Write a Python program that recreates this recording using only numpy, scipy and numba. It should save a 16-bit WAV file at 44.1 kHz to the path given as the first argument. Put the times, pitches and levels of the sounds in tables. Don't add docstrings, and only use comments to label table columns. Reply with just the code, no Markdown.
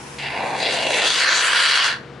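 import sys
import numpy as np
from scipy import signal
from scipy.fft import rfft, irfft
from scipy.io import wavfile
from scipy.ndimage import uniform_filter1d
from numba import njit

SR = 44100
rng = np.random.default_rng(int(sys.argv[2]) if len(sys.argv) > 2 else 0)


def file_out(sig):
    cols = np.atleast_2d(sig).T
    lim = np.clip(cols, -1, 1)
    pcm = np.round(lim * 32767).astype(np.int16)
    wavfile.write(sys.argv[1], SR, pcm)


def convert_level_to_amplitude(level_db):
    exponent = np.asarray(level_db, float) / 20
    return 10 ** exponent


N = 97020
TIME = np.arange(N) / SR
OPPOSITE = np.array([[1], [-1]])

OPEN_S, CLOSE_S, RELEASE_DB_PER_S = 0.182, 1.911, 304


def level(x, db):
    return x * convert_level_to_amplitude(db) / np.sqrt(np.mean(x ** 2))


def column(table, index):
    rows = np.array(table, float)
    return np.interp(TIME, rows[:, 0], rows[:, index])


def pan(db):
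    return convert_level_to_amplitude(np.array([[db / 2], [-db / 2]]))


@njit
def svf(x, hz, width):
    y, band, low = np.empty(len(x)), 0., 0.
    for i in range(len(x)):
        g, damping = np.tan(np.pi * hz[i] / SR), width[i] / hz[i]
        v = (band + g * (x[i] - low)) / (1 + g * (g + damping))
        band, low, y[i] = 2 * v - band, low + 2 * g * v, damping * v
    return y


def ring(x, hz, width):
    hz, width = hz * np.ones(N), width * np.ones(N)
    return level(svf(svf(x, hz, width), hz, 1.58 * width), 0)


def colour(x, points):
    p = np.array(points, float)
    log_hz = np.log(np.maximum(np.arange(N // 2 + 1) * SR / N, 1))
    db = np.interp(log_hz, np.log(p[:, 0]), p[:, 1])
    db = db - 30 * np.maximum(np.log(p[0, 0]) - log_hz, 0)
    return level(irfft(rfft(x) * convert_level_to_amplitude(db), N), 0)


def walk(rate):
    hold = int(SR / rate)
    w = np.repeat(rng.standard_normal(N // hold + 1), hold)
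    w = uniform_filter1d(uniform_filter1d(w, hold), hold)[:N]
    return (w - w.mean()) / w.std()


# time in [s], slug depth in [dB]
SPUTTER = [
    (.19, 1.5),
    (.5, 0.5),
    (.9, 1.5),
    (1.2, 0.1),
    (1.9, 0.3),
]


def gas():
    pops_per_s, pop_spread_db, pop_cap_db, pops_db = 1500, 2.5, 13, 2.5
    slugs_per_s, surges_per_s, surge_share, even_s = 220, 90, 0.5, 0.035
    timing, polarity, size = rng.random((N, 3)).T
    size_db = np.minimum(-pop_spread_db * np.log(size + 1e-9), pop_cap_db)
    pops = (timing < pops_per_s / SR) * np.sign(polarity - 0.5) * convert_level_to_amplitude(size_db)
    swing = walk(slugs_per_s) + surge_share * walk(surges_per_s)
    slugs = convert_level_to_amplitude(column(SPUTTER, index=1) * swing)
    slugs = slugs / np.sqrt(uniform_filter1d(slugs ** 2, size=int(even_s * SR)))
    return (rng.standard_normal(N) + level(pops, pops_db)) * slugs


def valve():
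    attack_s = 0.003
    snap = np.clip((TIME - OPEN_S) / attack_s, 0, 1)
    return snap * convert_level_to_amplitude(-RELEASE_DB_PER_S * np.maximum(TIME - CLOSE_S, 0))


def modes(x, table):
    flicker_db, drift = 1.03, 0.012
    out = np.zeros((2, N))
    for k, (hz, width, db, pan_db) in enumerate(table):
        gain = (-1) ** k * pan(pan_db) * convert_level_to_amplitude(db + flicker_db * walk(13.8))
        out += gain * ring(x, hz * (1 + drift * walk(6.59)), width)
    return level(out, 0)


# time in [s], flow level in [dB], brightness (fizz) in [dB],
# tip in foam (weight of the lowest straw modes) in [dB], pressure (weight of the upper modes) in [dB]
FLOW = [(0.19, -32, -12, -9, -2.5), (0.26, -31.5, -27, -5.5, -7), (0.532, -34, -10, -2.5, -8),
        (0.632, -29, -8, -4.5, 2.5), (0.66, -25.5, -16, -9.5, -1), (0.718, -27.5, -8.5, -3, 0.5),
        (0.874, -28, -10, -7.5, -4), (0.922, -26.5, -2.5, -3, -3), (0.928, -22, -7.5, -9, -6.5),
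        (1.008, -21.5, -12, -4, -5), (1.084, -24, -1.5, -3, 4), (1.28, -26.5, -5, 6, 4.5),
        (1.404, -28, -0.5, 6.5, 5.5), (1.446, -23.5, -3.5, 3.5, -2.5), (1.698, -23.5, -5.5, 1.5, 4),
        (1.832, -21, -14.5, 0.5, -1.5), (1.846, -25.5, -5.5, 8.5, 5), (1.9, -28, -12, 3, 0.5)]
# time in [s], upper over lower middle straw mode in [dB]
FILL = [
    (.19, -2),
    (.3, -3.5),
    (.5, -9),
    (.65, -4),
    (.85, 2),
    (.98, 2),
    (1.1, 10),
    (1.3, -4),
    (1.45, 1),
    (1.9, 8),
]
# centre in [Hz], width in [Hz], level in [dB],
# left over right in [dB]
STRAW_LOW = [(1044, 213, -5.5, 2), (1443, 370, 1, 1), (1762, 340, 3, -1.5)]
STRAW = [(2182, 740, -4.5, -1.3), (2885, 330, 1, -0.29)]
STRAW_HIGH = [(3350, 300, -7, 1), (4030, 520, 0, 4), (4620, 420, -6, 4), (5200, 520, -7, 4)]
# frequency in [Hz], density in [dB per Hz]
JET = [(1100, -11.5), (2000, -4), (3300, 6.5), (5500, -12.5), (7000, -20.5)]


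def straw(x):
    jet_db, low_linger = -11, 0.68
    fill = convert_level_to_amplitude(column(FILL, index=1))
    middle = (modes(x, STRAW[:1]) - fill * modes(x, STRAW[1:])) / np.sqrt(1 + fill ** 2)
    upper = convert_level_to_amplitude(column(FLOW, index=4)) * modes(x, STRAW_HIGH)
    since_close = np.clip(TIME - CLOSE_S, 0, 0.15)
    linger = convert_level_to_amplitude((1 - low_linger) * RELEASE_DB_PER_S * since_close)
    lowest = linger * convert_level_to_amplitude(column(FLOW, index=3)) * modes(x, STRAW_LOW)
    return middle + convert_level_to_amplitude(jet_db) * colour(x, JET) + upper - lowest


# frequency in [Hz], density in [dB per Hz]
FIZZ = [(4500, -10), (6000, 7.5), (7400, 2.5), (8800, -1), (11200, -9)]


def fizz(x):
    surge_db, pan_db, side_db = 1.7, 3, -4.5
    wide = colour(x, FIZZ) + convert_level_to_amplitude(side_db) * colour(gas(), FIZZ) * OPPOSITE
    return convert_level_to_amplitude(column(FLOW, index=2) + surge_db * walk(45.13)) * pan(pan_db) * wide


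# time in [s], resonance in [Hz], level in [dB]
GAP = [
    (.19, 820, -40),
    (.3, 820, -34.5),
    (.4, 800, -25),
    (.55, 814, -25),
    (.66, 590, -28),
    (.8, 690, -27),
    (1.02, 630, -25.5),
    (1.14, 578, -34.5),
    (1.9, 650, -39.5),
]


def gap(x):
    width_hz, low_db = 370, -13.5
    hum = ring(x, column(GAP, index=1), width_hz) - convert_level_to_amplitude(low_db) * ring(x, 305, 390)
    return hum * convert_level_to_amplitude(column(GAP, index=2) + 0.27 * walk(16.3)) * pan(0.73)


# time in [s], resonance in [Hz], level in [dB]
MOUTH = [
    (.9, 2400, -42),
    (.98, 2550, -28),
    (1.06, 3300, -35),
    (1.17, 3600, -29.5),
    (1.27, 5230, -41),
    (1.41, 7060, -41.5),
]


def mouth(x):
    width_share, pan_db = 0.4, 4
    hz = column(MOUTH, index=1)
    during = (TIME > MOUTH[0][0]) * (TIME < MOUTH[-1][0])
    return ring(x, hz, width_share * hz) * convert_level_to_amplitude(column(MOUTH, index=2)) * during * pan(pan_db)


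# time in [s], notch in [Hz], depth from 0 to 1
PANEL = [
    (.2, 5930, .4),
    (.92, 6300, 0.4),
    (1.08, 5500, 0.2),
    (1.22, 5740, 0.43),
    (1.3, 8560, 0.8),
    (1.39, 10000, 0.5),
    (1.42, 6400, 0.9),
    (1.68, 6340, 0.62),
    (1.86, 8100, 0.07),
]


def panel(x):
    jitter, width_share = 0.03, 0.3
    hz = column(PANEL, index=1) * (1 + jitter * walk(40.1))
    depth = np.clip(column(PANEL, index=2), 0, 1)
    return np.array([side - depth * svf(side, hz, width_share * hz) for side in x])


def spray():
    x = gas()
    jet = convert_level_to_amplitude(column(FLOW, index=1)) * (straw(x) + fizz(x))
    return valve() * panel(jet + gap(x) + mouth(x))


def cabin(x):
    t60_s, cabin_db, low_hz, high_hz = 0.24, -12.5, 455, 5160
    t = np.arange(SR // 2) / SR
    tail = rng.standard_normal((2, len(t))) * convert_level_to_amplitude(-60 * t / t60_s) * (t > 0.0015)
    tail = signal.lfilter(*signal.butter(1, [low_hz, high_hz], "band", fs=SR), tail)
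    tail = tail / np.sqrt(np.sum(tail ** 2, axis=1, keepdims=True))
    mono = x.mean(axis=0, keepdims=True)
    return convert_level_to_amplitude(cabin_db) * signal.fftconvolve(mono, tail, axes=1)[:, :N]


# frequency in [Hz], density in [dB per Hz]
LEAK = [(700, -2), (1000, 3.5), (1300, -6), (2500, -5), (4200, -13.5), (5500, -7), (7000, -11),
        (9500, -12.5)]


def leak():
    leak_db, open_db, pan_db = -45, -4, 0.2
    hiss = [colour(rng.standard_normal(N), LEAK) for _ in range(3)]
    wide = hiss[0] + 1.78 * np.array(hiss[1:])
    release_db = RELEASE_DB_PER_S * np.maximum(TIME - CLOSE_S, 0)
    fade = convert_level_to_amplitude(0.76 * walk(60.3) + open_db * (TIME > OPEN_S) - release_db)
    return convert_level_to_amplitude(leak_db) * fade * pan(pan_db) * wide


# frequency in [Hz], rms level in [dB]
MOTOR = [(70, -56.5), (120, -52.5), (140, -46.5), (212, -53.5), (350, -56.5), (480, -49.5)]


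def motor():
    wobble_db, sway_rad = 2.2, 0.45
    tones = np.zeros(N)
    for hz, db in MOTOR:
        tone = np.sqrt(2) * np.sin(2 * np.pi * hz * TIME + sway_rad * walk(7.14))
        tones += convert_level_to_amplitude(db + wobble_db * walk(15.9)) * tone
    return tones


# frequency in [Hz], density in [dB per Hz]
VAN = [(30, -15), (70, -9.5), (150, -4), (400, -3), (550, -9.5), (1500, -14), (4000, -25.5), (11000, -48.5)]


def van():
    van_db, side_db = -44, -13.5
    mid, side = (colour(rng.standard_normal(N), VAN) for _ in range(2))
    highs = mid - signal.lfilter(*signal.butter(1, 500, fs=SR), mid)
    left = 1.62 * highs * np.array([[1], [0]])
    return convert_level_to_amplitude(van_db) * (mid + left + convert_level_to_amplitude(side_db) * side * OPPOSITE)


def scene():
    clamp_db, duck_per_db, duck = -22, 1.7, int(0.09 * SR)
    near = spray()
    loud_db = 10 * np.log10(uniform_filter1d(np.mean(near ** 2, axis=0), duck) + 1e-9)
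    duck_db = -duck_per_db * uniform_filter1d(np.maximum(loud_db - clamp_db, 0), duck)
    return near + cabin(near) + convert_level_to_amplitude(duck_db) * (leak() + motor() + van())


def top_cut(x):
    return signal.sosfilt(signal.butter(12, 12330, fs=SR, output="sos"), x)


def record(dry):
    top_hz = 11080
    low_pass = signal.ellip(10, 0.3, 80, top_hz, fs=SR, output="sos")
    return top_cut(signal.sosfilt(low_pass, np.tanh(dry)))


dry = scene()
out = record(dry)
file_out(out)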